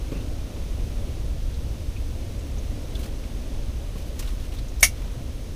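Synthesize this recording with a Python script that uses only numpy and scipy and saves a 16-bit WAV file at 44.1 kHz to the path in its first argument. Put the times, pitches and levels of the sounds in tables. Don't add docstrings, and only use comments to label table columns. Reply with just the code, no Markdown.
import sys
import numpy as np
from scipy.fft import rfft, irfft, next_fast_len
from scipy.io import wavfile
from scipy.ndimage import map_coordinates

SR = 44100
rng = np.random.default_rng(int(sys.argv[2]) if len(sys.argv) > 2 else 0)


def to_wav(s):
    ch = np.atleast_2d(s).T
    pcm = np.round(np.clip(ch, -1, 1) * 32767)
    wavfile.write(sys.argv[1], SR, pcm.astype(np.int16))


N = 244755
T = np.arange(N) / SR
SHORT_T = np.arange(SR // 4) / SR


def amp(db):
    return 10 ** (np.asarray(db) / 20)


def unit(x):
    return x / np.sqrt(np.mean(x ** 2) + 1e-20)


def curve(points):
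    times_s, levels_db = np.transpose(points)
    return np.interp(T, times_s, levels_db)


def shape(points):
    f, db = np.transpose(points)
    return lambda hz: amp(np.interp(np.log(hz + 1), np.log(f), db))


def filtered(x, response):
    m = next_fast_len(len(x) + 8192)
    spectrum = rfft(x, m) * response(np.fft.rfftfreq(m, 1 / SR))
    return irfft(spectrum, m)[:len(x)]


def noise(response, size=N):
    return unit(filtered(rng.standard_normal(size), response))


def wobble(rate):
    points = rng.standard_normal(int(N * rate / SR) + 4)
    return map_coordinates(points, [T * rate], mode="nearest")


def fade(t, t60):
    return np.exp(-np.log(1000) * t / t60)


def rise(t, time_s):
    return 1 - np.exp(-t / time_s)


def add(track, s, sound):
    part = track[round(s * SR):][:len(sound)]
    part += sound[:len(part)]


# (per Hz, relative)
RUMBLE_COLOUR = [(8, -12.5), (18, -1), (30, 1.5), (55, .5), (72, -2.5), (95, -9), (125, -11.5), (170, -23),
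                 (300, -56)]
# time_s, level_db
RUMBLE_DRIFT = [(0.0, -28.5), (2.1, -26.5), (2.4, -28), (3.6, -29), (5.55, -28.6)]
# (per Hz, relative)
FLUTTER_COLOUR = [(100, -10), (170, -3), (255, 2), (315, -1.5), (390, -6), (570, -6), (720, -12.5),
                  (900, -19), (1400, -30.5), (3000, -44)]
# (per Hz, relative)
HISS_COLOUR = [(400, -36), (1000, 2.5), (1700, -0.5), (2400, 1.5), (3600, 1.5), (4700, -1.5), (6400, -0.5),
               (7200, -8), (8600, -5.5), (9500, -10), (10700, -5.5), (11500, -12.5), (15000, -13.5)]
# time_s, strength_db (around its usual strength)
GAS_FLOW = [(0.0, 0.5), (0.5, 0), (0.9, 0.95), (1.3, -0.3), (2.15, -.3), (2.9, 0.64), (3.7, -0.15),
            (4.6, -0.72), (5.55, -0.63)]
FLUTTER_DB, HISS_DB = -41.5, -49.7
FLUTTER_GROWS = 2.1
FLICKER_RATE, FLICKER_DB = 9, 1.0


def heater():
    flow_db = curve(GAS_FLOW)
    rumble = noise(shape(RUMBLE_COLOUR)) * amp(curve(RUMBLE_DRIFT))
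    flutter = noise(shape(FLUTTER_COLOUR)) * amp(FLUTTER_DB + FLUTTER_GROWS * flow_db)
    hiss = noise(shape(HISS_COLOUR)) * amp(HISS_DB + flow_db)
    flicker_db = FLICKER_DB * wobble(FLICKER_RATE)
    return rumble + flutter * amp(flicker_db) + hiss * amp(0.1 * flicker_db)


# start_s, level_db (shared by all parts of a strike)
SNAP_STRIKES = [(4.8284, -8), (4.8345, -15)]
# pitch_hz, level_db (relative), t60_s (time to fade 60 dB)
REEL_TONES = [(633, -7.5, 0.059), (721, -14, 0.091), (1055, -11, .05), (1230, -9.5, 0.036),
              (1724, -9, 0.079), (1830, -11, 0.087), (2024, -7, 0.081), (2110, -3.5, .1), (2186, -1, 0.096),
              (2233, 1, 0.1), (2282, -5.5, 0.13), (2750, -10.5, 0.14), (4330, -26, 0.082),
              (5544, -9, 0.098), (5685, -11, .09), (5900, -7, .09), (6040, -7, .085), (6130, -12, .085),
              (6480, -6, 0.074), (6607, -4, 0.077), (8500, -12, .1), (8865, -16, .09), (9720, -4.5, 0.094),
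              (9900, -12, 0.095), (10640, -5, 0.064), (14000, -10, .08)]
# (per Hz, relative)
CLATTER_COLOUR = [(400, -20), (1100, -13), (1500, -5.5), (2200, -1), (3100, -5), (5100, -2), (5800, 6.5),
                  (6700, 3.5), (7200, -3.5), (8600, -2), (10300, 1.5), (12200, -8), (14000, -4.5),
                  (15300, -11)]
RING_DB, WASH_DB, CRACK_DB = -4.0, -0.5, 5


def bail():
    out, t = np.zeros(N), SHORT_T
    contact = rise(t, 0.00077)
    ring = np.zeros(len(t))
    for pitch_hz, level_db, t60_s in REEL_TONES:
        gain = amp(level_db + rng.normal(0, 1))
        ring += gain * fade(t, t60_s) * np.sin(2 * np.pi * (pitch_hz * t + rng.random()))
    first_s, first_db = SNAP_STRIKES[0]
    add(out, first_s, amp(first_db + RING_DB) * ring * contact)
    for start_s, level_db in SNAP_STRIKES:
        wash = noise(shape(CLATTER_COLOUR), size=len(t)) * fade(t, .11)
        crack = noise(shape(CLATTER_COLOUR), size=len(t)) * fade(t, 0.0072)
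        strike = amp(WASH_DB) * wash + amp(CRACK_DB) * crack
        add(out, start_s, amp(level_db) * strike * contact)
    return out


# start_s, level_db (before rise and fade), pitch_hz
TICKS = [(.206, -44, 3700), (1.541, -44, 4080), (2.391, -47.5, 7500), (2.951, -38.5, 3420),
         (3.031, -40, 3450), (3.236, -43.5, 2700), (4.192, -28.5, 5360), (4.223, -37.5, 2860),
         (4.274, -39, 3500), (4.521, -40.5, 3000), (4.586, -40, 4000), (4.683, -42, 6360),
         (4.797, -39, 5600), (4.8062, -29, 10500), (4.824, -25, 6000)]
TICK_T60_S, TICK_RISE_S = 0.064, .0018
LIGHT_TICK_DB, LIGHT_WIDTH_HZ = -40.5, 810
WIDTH_GROWS = 1.4


def tackle():
    out, t = np.zeros(N), SHORT_T
    for start_s, level_db, pitch_hz in TICKS:
        width_hz = LIGHT_WIDTH_HZ * amp(WIDTH_GROWS * (level_db - LIGHT_TICK_DB))

        def resonance(hz):
            return hz * width_hz / np.hypot(pitch_hz ** 2 - hz ** 2, hz * width_hz)

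        ring = noise(resonance, size=len(t))
        add(out, start_s, amp(level_db) * ring * fade(t, TICK_T60_S) * rise(t, TICK_RISE_S))
    return out


# start_s, level_db (before rise and fade)
BUMPS = [(.12, -23), (.158, -26), (2.985, -32), (3.955, -30.5)]
# (per Hz, relative)
SEAT_COLOUR = [(60, -10), (130, 3.5), (280, 4), (400, -10), (600, -9), (800, -28.5), (1100, -14.5),
               (1500, -36), (2500, -48)]


def seat():
    out, t = np.zeros(N), SHORT_T
    for start_s, level_db in BUMPS:
        boom = noise(shape(SEAT_COLOUR), size=len(t))
        add(out, start_s, amp(level_db) * boom * fade(t, 0.097) * rise(t, 0.0026))
    return out


# middle_s, half_length_s, level_db (at the middle)
STROKES = [(0.16, .05, -53), (.5, 0.13, -57.5), (2.97, .025, -50), (3.003, 0.012, -45), (3.045, 0.023, -45),
           (3.994, 0.023, -46), (4.075, .012, -49), (4.21, 0.033, -44), (4.29, 0.041, -46),
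           (4.435, 0.038, -50.5), (4.564, 0.033, -50), (5.035, .08, -50)]
# (per Hz, relative)
CLOTH_COLOUR = [(300, -7), (1100, 4.5), (1800, 2), (3000, 5), (6000, -0.5), (10000, -2), (15000, -2.5)]
PLAIN_STROKE_S = 0.022
DULLING_DB = 1.9


def sleeves():
    out = np.zeros(N)
    for middle_s, half_s, level_db in STROKES:
        tilt_db = -DULLING_DB * np.log2(half_s / PLAIN_STROKE_S)

        def tilted_cloth(hz):
            octaves = np.log2(np.maximum(hz, 900) / 3000)
            return shape(CLOTH_COLOUR)(hz) * amp(tilt_db * octaves)

        swell = np.exp(-.5 * ((T - middle_s) / half_s) ** 2)
        out += amp(level_db) * noise(tilted_cloth) * swell
    grain = unit(amp(3.4 * wobble(160)))
    return out * grain


# start_s, length_s, level_db, start_pitch_hz
SQUEAKS = [(0.098, 0.13, -52.3, 2380), (1.96, 0.024, -51, 2470), (2.582, 0.02, -49.5, 6150),
           (2.951, 0.013, -39, 3420), (4.563, .028, -49, 3600)]
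SQUEAK_RISE, TIGHTEN_S = .15, .06


def squeaks():
    out = np.zeros(N)
    for start_s, length_s, level_db, start_hz in SQUEAKS:
        age = np.clip(T - start_s, 0, length_s)
        pitch_hz = start_hz * (1 + SQUEAK_RISE * rise(age, TIGHTEN_S))
        pitch_hz = pitch_hz * (1 + .055 * wobble(900))
        grip = np.sqrt(np.abs(np.sin(np.pi * age / length_s))) * amp(3.4 * wobble(140))
        tone = np.sqrt(2) * np.sin(2 * np.pi * np.cumsum(pitch_hz) / SR)
        out += amp(level_db) * grip * tone
    return out


def scene():
    return (heater() + bail() + tackle() + seat() + sleeves() + squeaks())[None]


TOP_HZ = 15400


def record(dry):
    rounded = dry[0] / (1 + np.abs(dry[0]) ** 6) ** (1 / 6)
    return filtered(rounded, lambda hz: hz < TOP_HZ)[None]


dry = scene()
out = record(dry)
to_wav(out)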